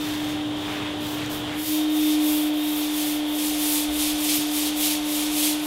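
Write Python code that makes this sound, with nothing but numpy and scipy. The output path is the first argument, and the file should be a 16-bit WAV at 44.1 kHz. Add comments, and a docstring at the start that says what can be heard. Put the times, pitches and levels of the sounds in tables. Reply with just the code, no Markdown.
"""In a hallway, vacuum motors hum at shaft speed, their fan blades whine and turbulent air rushes, while
a cloth rubs a wall and a spray bottle hisses, its trigger ticking. Near 1.5 s the cloth squeaks and the
sound cross-fades to a living room, where motors also run and a stiff brush scrubs a wet wooden floor to
and fro. From 3.8 s steps and bumps come through the floor, and from 4.2 s a small metal part jingles on
the brush. One mono microphone hears it all."""
import sys
import numpy as np
from scipy import signal
from scipy.fft import rfft, irfft
from scipy.io import wavfile

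SR = 44100
rng = np.random.default_rng(int(sys.argv[2]) if len(sys.argv) > 2 else 0)


def waveform_to_disk(signal):
    """Save audio, clipped to [-1, 1], as 16-bit WAV at the path in sys.argv[1]."""
    frames = np.transpose(np.atleast_2d(signal))
    scaled = np.clip(frames, -1, 1) * 32767
    samples = np.round(scaled).astype(np.int16)
    wavfile.write(sys.argv[1], SR, samples)


N = 249606
TIME = np.arange(N) / SR

# Motor speed. Each row: time in seconds, shaft frequency in Hz.
HALL_SHAFT_HZ = [(0, 300.1), (1.8, 299.9)]
ROOM_SHAFT_HZ = [(1.55, 307.57), (1.75, 305.9), (2.0, 304.8), (2.3, 302.4), (2.7, 301.1), (2.95, 300.3),
                 (5.0, 300.2), (5.6, 301.4)]
# Motor loudness. Each row: time in seconds, shaft tone in dB, blade whine in dB.
HALL_MOTOR_DB = [(0.1, -28, -46), (0.5, -28, -51), (0.75, -32.5, -47), (1.1, -30, -60), (1.45, -33, -62),
                 (1.62, -28.5, -66)]
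ROOM_MOTOR_DB = [(1.55, -23, -42), (1.66, -23.5, -43), (1.74, -22, -39.5), (1.85, -22.5, -41),
                 (2.06, -20, -41), (2.23, -20.5, -43), (2.78, -25.5, -47), (4.55, -26, -44),
                 (4.96, -27, -57), (5.54, -25, -52), (5.62, -28, -63)]
# Shaft harmonics. Each row: multiple of the shaft frequency, level in dB.
HALL_HARMONICS = [(2, -51), (3, -58), (6, -55)]
ROOM_HARMONICS = [(2, -48.5), (3, -51.5), (5, -57.5), (6, -56.5), (7, -60)]
# Spectra of rushing air. Each row: frequency in Hz, relative density in dB.
HALL_AIR_SPECTRUM = [(25, -12), (60, -4), (105, 3), (200, 2), (400, 0.5), (900, -1.5), (1500, -7.5),
                     (2400, -10.5), (3300, 0), (3750, -6), (4300, -14.5), (6000, -20), (9000, -22.5),
                     (15700, -30.5)]
ROOM_AIR_SPECTRUM = [(25, -10), (50, 0.5), (85, -16), (160, -8.5), (260, -7), (400, -1), (730, -2.5),
                     (1150, -4), (1600, -9.5), (2300, -5.5), (3500, -3.5), (4200, -10), (6500, -25),
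                     (15700, -37)]
# Tones of hose and other motors. Each row: frequency in Hz, width in Hz, dB in hallway, dB in room.
HUMS = [(120, 36, -44.5, -56.5), (211.2, 0.44, -54.5, -55), (405.8, 13.6, -47, -55.5),
        (524.5, 6.4, -57.5, -57), (688, 4.2, -69, -55), (730.4, 70, -85, -45.5), (767, 18, -49, -59.5),
        (940, 20, -57, -59.5), (3333, 460, -49.5, -41)]
# Pitch of a second motor's whine. Each row: time in seconds, frequency in Hz.
SECOND_WHINE_HZ = [(0, 3722), (2.5, 3728), (2.65, 3734), (3.0, 3724), (5.0, 3720), (5.45, 3736)]
# Loudness of that whine. Each row: time in seconds, level in dB.
SECOND_WHINE_DB = [(0, -55), (0.3, -49), (2.5, -58), (2.64, -40), (2.8, -45), (2.95, -52), (3.55, -52),
                   (3.68, -50), (3.9, -44.5), (4.3, -49), (5.15, -43), (5.42, -44), (5.55, -52)]
# Cloth passes. Each row: start, end of rise and start of fade in seconds, level in dB.
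CLOTH_PASSES = [(-0.02, 0.08, 0.2, -39.5), (0.2, 0.3, 0.39, -42), (0.6, 0.7, 0.88, -36),
                (1.0, 1.01, 0.97, -38), (1.12, 1.19, 1.25, -39), (1.3, 1.36, 1.2, -52),
                (1.44, 1.53, 2.3, -37)]
# Squirts. Each row: start, end of rise and start of fade in seconds, mist in dB, finest mist in dB.
SQUIRTS = [(-0.05, 0.06, 0.14, -37.5, -41), (0.1, 0.24, 0.32, -39.5, -45), (0.56, 0.69, 0.76, -43, -49),
           (1.004, 1.09, 1.15, -40, -39), (1.14, 1.21, 1.26, -39.5, -54), (1.295, 1.32, 1.354, -40, -35.5)]
# Spectra of cloth and spray. Each row: frequency in Hz, relative density in dB.
CLOTH_SPECTRUM = [(150, -9), (500, -3), (1200, 0.5), (2500, 3), (5000, -14.5), (10000, -24), (15700, -28)]
MIST_SPECTRUM = [(1500, 2.5), (4000, 4), (6000, -1), (8500, -5), (11000, -8), (15700, -20)]
FINE_MIST_SPECTRUM = [(6000, -7), (9000, -8), (11500, -4.5), (13500, -2), (15700, -5.5)]
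# Trigger ticks. Each row: time in seconds, impulse level in dB.
TRIGGER_TICKS = [(1.0031, -43), (1.1852, -29), (1.2077, -35), (1.2364, -32), (1.2616, -24), (1.3025, -32)]
# Brush strokes. Each row: turn and fastest moment in seconds, tip level at each in dB, block scrape
# and wet fizz in dB over the tips, exponents that narrow the rise and the fall.
BRUSH_STROKES = [(1.546, 1.693, -53, -36, 1, 4, 1.3, 1.25), (1.88, 2.1, -48.5, -38, 1.5, 4.5, 0.7, 1.1),
                 (2.194, 2.3, -43, -35, -1, 4, 0.95, 0.94), (2.532, 2.8, -50, -40, 0, 6, 0.63, 0.61),
                 (2.9, 3.032, -41, -34.5, -0.5, 2, 1.1, 1.2), (3.24, 3.457, -48, -37, -1.5, 4, 1.14, 0.6),
                 (3.584, 3.747, -37, -29.5, -3, 0.5, 0.46, 1.1),
                 (3.892, 4.048, -41.5, -31.5, -1.5, 0, 0.89, 0.91),
                 (4.168, 4.295, -39, -29.5, 0, 0, 1.1, 1.25),
                 (4.47, 4.602, -39.5, -29.5, -1.5, -1, 1.6, 1.4),
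                 (4.745, 4.856, -40.5, -27.5, 0, 0.5, 1.1, 1.8),
                 (5.025, 5.184, -41.5, -31, -1.5, -0.5, 1.2, 1.1),
                 (5.295, 5.44, -37, -28, -1.5, -0.5, 1.2, 1.56),
                 (5.592, 5.75, -43, -33.5, -1.5, 1, 1.2, 1.2)]
# Spectra of bristle tips, brush block and wet film. Each row: frequency in Hz, relative density in dB.
TIP_SPECTRUM = [(3000, -16), (6000, -10.5), (8000, 0.5), (10000, 1.5), (12000, -0.5), (14000, -17),
                (15700, -20)]
BLOCK_SPECTRUM = [(1000, -49), (1700, -12.5), (2300, -2), (3200, 2), (5000, -0.5), (7000, -2.5),
                  (10000, -26)]
FIZZ_SPECTRUM = [(7000, -54), (10000, -6), (12000, 1), (13500, 3), (15000, -0.5), (15700, -3.5)]
# Moments when the bristles bite harder. Each row: start in seconds, gain in dB.
BRISTLE_BITES = [(2.08, 1.5), (3.38, 4.5), (3.73, 1.5), (3.985, 4), (4.29, 3), (5.43, 2.5)]
# Steps and bumps. 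Each row: start in seconds, impulse level in dB, frequency in Hz, t60 in seconds.
FLOOR_BUMPS = [(3.79, -46, 55, .2), (3.885, -34.5, 60, 0.5), (4.0, -42, 57.9, .15), (4.07, -42, 42, 0.31),
               (4.131, -34, 50, 0.15), (4.382, -34.5, 150, 0.15), (4.381, -30, 233, 0.074),
               (5.0, -42, 45, 0.27), (5.3, -47, 50, 0.27)]
# Impacts of the metal part. Each row: time in seconds, impulse level in dB.
METAL_IMPACTS = [(4.1829, -33), (4.355, -20), (4.3684, -24), (4.3854, -37), (4.4104, -31), (4.4234, -35),
                 (4.4364, -42), (4.4697, -32), (4.776, -33)]
# Modes of the metal part. Each row: frequency in Hz, gain in dB, t60 in seconds.
METAL_MODES = [(13540, -4, .09), (13620, -4, .09), (12510, -14, .08)]

BLADES, WHINE_WOBBLE_HZ = 12, 2.5
CROSS_FADE_START_S, CROSS_FADE_END_S = 1.51, 1.79


def amp(db):
    """Amplitude grows tenfold for every 20 dB."""
    return 10 ** (np.asarray(db) / 20)


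def unit_rms(x):
    """Normalisation brings the mean power to 1."""
    return x / np.sqrt(np.mean(x ** 2) + 1e-20)


def curves(rows):
    """Linear interpolation in time gives each later column one value a sample."""
    times, *columns = np.transpose(rows)
    return [np.interp(TIME, times, column) for column in columns]


def coloured(x, spectrum):
    """Filtering imposes a spectral envelope; the result has rms 1."""
    hz, db = np.transpose(spectrum)
    bin_hz = np.maximum(np.arange(N // 2 + 1) * SR / N, 1)
    gain = amp(np.interp(np.log(bin_hz), np.log(hz), db))
    return unit_rms(irfft(rfft(x) * gain, N))


def drift(corner_hz):
    """Noise low-passed by two poles wanders slowly, with rms 1."""
    step, settle = 40, 2000
    pole = np.exp(-2 * np.pi * step * corner_hz / SR)
    noise = rng.standard_normal(N // step + settle + 2)
    slow = signal.lfilter([1], [1, -2 * pole, pole * pole], noise)[settle:]
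    return np.interp(np.arange(N) / step, np.arange(len(slow)), unit_rms(slow))


def ring(force, hz, t60):
    """A damped resonator answers a unit impulse with a unit sine that falls 60 dB in t60 seconds."""
    radius, angle = np.exp(-np.log(1000) / (t60 * SR)), 2 * np.pi * hz / SR
    return signal.lfilter([0, np.sin(angle)], [1, -2 * radius * np.cos(angle), radius ** 2], force + 1e-18)


def narrow_noise(hz, width_hz):
    """Noise passed twice through a resonance becomes a wavering tone of rms 1."""
    t60 = np.log(1000) / (np.pi * width_hz)
    once = ring(rng.standard_normal(N + SR), hz, t60)
    return unit_rms(ring(once, hz, t60)[SR:])


def impulse(start_s, db):
    """An ideal impact delivers its push in one sample."""
    force = np.zeros(N)
    force[round(start_s * SR)] = amp(db)
    return force


def shot_noise(spectrum, per_s, spread_db):
    """Dense random impulses of uneven size and sign merge into a hiss of rms 1."""
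    sizes = amp(spread_db * np.minimum(rng.exponential(1, N), 4))
    signs = rng.choice([-1, 1], N)
    occurs = rng.random(N) < per_s / SR
    return coloured(sizes * signs * occurs, spectrum)


def swells(rows, level_column, fade_db_per_s, ramp_from):
    """Each envelope rises by a power law and decays exponentially; the strongest prevails."""
    envelope = np.zeros(N)
    for row in rows:
        start, full, fade_start = row[:3]
        rise = (TIME > start) * np.interp(TIME, [start, full], [ramp_from, 1]) ** 0.84
        level_db = row[level_column] - fade_db_per_s * np.maximum(TIME - fade_start, 0)
        envelope = np.maximum(envelope, rise * amp(level_db))
    return envelope


def motor(speed, levels, harmonics, waver_db, flutter_db):
    """Rotating unbalance hums at shaft speed; harmonics and blade whine waver as reflections shift."""
    shaft_db, whine_db = curves(levels)
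    angle = 2 * np.pi * np.cumsum(curves(speed)[0]) / SR
    wobble = 2 * np.pi * np.cumsum(WHINE_WOBBLE_HZ * drift(3.4)) / SR
    sound = amp(shaft_db + flutter_db * drift(13)) * np.sin(angle)
    sound += amp(whine_db + 0.5 * waver_db * drift(6.2)) * np.sin(BLADES * angle + wobble)
    for order, db in harmonics:
        sound += amp(db + waver_db * drift(4.8)) * np.sin(order * angle + order)
    return np.sqrt(2) * sound


def air_rush(spectrum, level_db, flutter_db):
    """Turbulence in hose and outlet radiates broadband noise."""
    return amp(level_db + flutter_db * drift(1.8)) * coloured(rng.standard_normal(N), spectrum)


def second_whine():
    """A second motor's fan sounds its blade-passing tone, wavering in pitch and level."""
    level_db = curves(SECOND_WHINE_DB)[0] + 1.1 * drift(7)
    hz = curves(SECOND_WHINE_HZ)[0] + WHINE_WOBBLE_HZ * drift(3.84)
    return np.sqrt(2) * amp(level_db) * np.sin(2 * np.pi * np.cumsum(hz) / SR)


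def hums(hall, room):
    """The hose and other motors radiate in narrow bands, each with its own level in either place."""
    return sum(narrow_noise(hz, width_hz) * (hall * amp(hall_db) + room * amp(room_db))
               for hz, width_hz, hall_db, room_db in HUMS)


def cloth_rub():
    """Sliding friction between cloth and wall is a swarm of tiny slips."""
    envelope = swells(CLOTH_PASSES, level_column=3, fade_db_per_s=148, ramp_from=0)
    return envelope * shot_noise(CLOTH_SPECTRUM, per_s=9000, spread_db=0.5)


def spray():
    """Atomisation hisses as soon as the nozzle opens; the finest mist sounds higher and dies sooner."""
    mist = swells(SQUIRTS, level_column=3, fade_db_per_s=146, ramp_from=0.4)
    mist *= shot_noise(MIST_SPECTRUM, per_s=14000, spread_db=0)
    fine_mist = swells(SQUIRTS, level_column=4, fade_db_per_s=204, ramp_from=0.4)
    fine_mist *= shot_noise(FINE_MIST_SPECTRUM, per_s=14000, spread_db=4.5)
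    return amp(0.9 * drift(40)) * (mist + fine_mist)


def trigger():
    """Impacts excite three heavily damped modes of the trigger."""
    ticks = sum(impulse(s, db) for s, db in TRIGGER_TICKS)
    return (ring(ticks, hz=7000, t60=0.0026) + 0.8 * ring(ticks, hz=13000, t60=0.0015)
            + 0.3 * ring(ticks, hz=1100, t60=0.0075))


def cloth_squeak():
    """Friction in one short rub sounds a narrow band under a Gaussian envelope."""
    centre_s, half_length_s = 1.52, 0.05
    envelope = amp(-42) * np.exp(-((TIME - centre_s) / half_length_s) ** 2)
    return envelope * narrow_noise(hz=845, width_hz=50)


def stroke_gain(lag_s, turn_offset_db):
    """Friction noise follows sliding speed, a quarter sine from each turn to full speed and back."""
    turn_s, fastest_s, turn_db, full_db, _, _, rise, fall = np.transpose(BRUSH_STROKES)
    knots_s = np.ravel([turn_s, fastest_s], "F")
    progress = np.interp(TIME - lag_s, knots_s, np.arange(len(knots_s)) / 2)   # counted in strokes
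    stroke = progress.astype(int)
    nearest_turn = np.minimum((progress + 0.5).astype(int), len(turn_s) - 1)
    speed = np.sin(np.pi * (progress % 1))
    exponent = np.where(nearest_turn == stroke, rise[stroke], fall[stroke])
    turning = amp(turn_db[nearest_turn] + turn_offset_db)
    sliding = amp(full_db[stroke]) * speed ** exponent
    return np.hypot(turning, sliding)


def bite_gain(rise_s, fade_s):
    """Friction jumps as the bristles bite harder, then eases off."""
    gain_db = np.zeros(N)
    for start, db in BRISTLE_BITES:
        age = np.maximum(TIME - start, 0)
        gain_db += db * np.minimum(age / rise_s, 1) * np.exp(-(age / fade_s) ** 2)
    return amp(gain_db)


def brush():
    """Bristles stick and slip in swarms: tips hiss, the block scrapes lower, the wet film fizzes."""
    _, fastest_s, _, _, block_db, fizz_db, _, _ = np.transpose(BRUSH_STROKES)
    tips = stroke_gain(lag_s=0, turn_offset_db=0)
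    tips *= shot_noise(TIP_SPECTRUM, per_s=16000, spread_db=0.5)
    block = stroke_gain(lag_s=0.011, turn_offset_db=3)   # the block answers late
    block *= amp(np.interp(TIME, fastest_s, block_db))
    block *= shot_noise(BLOCK_SPECTRUM, per_s=9000, spread_db=-2.5)
    fizz = stroke_gain(lag_s=-0.0059, turn_offset_db=-6.5)   # the film answers early
    fizz *= amp(np.interp(TIME, fastest_s, fizz_db) + 0.5 * drift(30))
    fizz *= shot_noise(FIZZ_SPECTRUM, per_s=11000, spread_db=3)
    clumping = amp(0.67 * drift(21))   # slips come in clumps
    return clumping * (bite_gain(rise_s=0.01, fade_s=0.11) * (tips + block) + fizz)


def floor_bumps():
    """Soft pushes excite low, damped resonances of the floor; a low-pass rounds their onsets."""
    bumps = sum(ring(impulse(s, db), hz, t60) for s, db, hz, t60 in FLOOR_BUMPS)
    return signal.sosfilt(signal.butter(2, 400, fs=SR, output="sos"), bumps)


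def jingle():
    """Each impact sets the small metal part ringing in its natural modes."""
    impacts = sum(impulse(s, db) for s, db in METAL_IMPACTS)
    return sum(amp(db) * ring(impacts, hz, t60) for hz, db, t60 in METAL_MODES)


def scene():
    """The sources add by superposition as hallway fades into room; both channels are alike."""
    room = np.interp(TIME, [CROSS_FADE_START_S, CROSS_FADE_END_S], [0, 1])
    hall = 1 - room
    hall_sound = motor(HALL_SHAFT_HZ, HALL_MOTOR_DB, HALL_HARMONICS, waver_db=3, flutter_db=0.36)
    hall_sound += air_rush(HALL_AIR_SPECTRUM, level_db=-34, flutter_db=0.74)
    hall_sound += cloth_rub() + spray() + trigger() + cloth_squeak()
    room_sound = motor(ROOM_SHAFT_HZ, ROOM_MOTOR_DB, ROOM_HARMONICS, waver_db=3.5, flutter_db=0.3)
    room_sound += air_rush(ROOM_AIR_SPECTRUM, level_db=-36, flutter_db=-0.3)
    scrubbing = brush() * np.minimum(1, 8 * room)   # fades in faster than the room
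    mix = hall * hall_sound + room * room_sound + second_whine() + hums(hall, room)
    mix += scrubbing + floor_bumps() + jingle()
    return np.stack([mix, mix])


def record(dry):
    """An elliptic low-pass cuts the treble steeply above 15750 Hz."""
    return signal.sosfilt(signal.ellip(14, 0.5, 85, 15750, fs=SR, output="sos"), dry)


dry = scene()
out = record(dry)
waveform_to_disk(out)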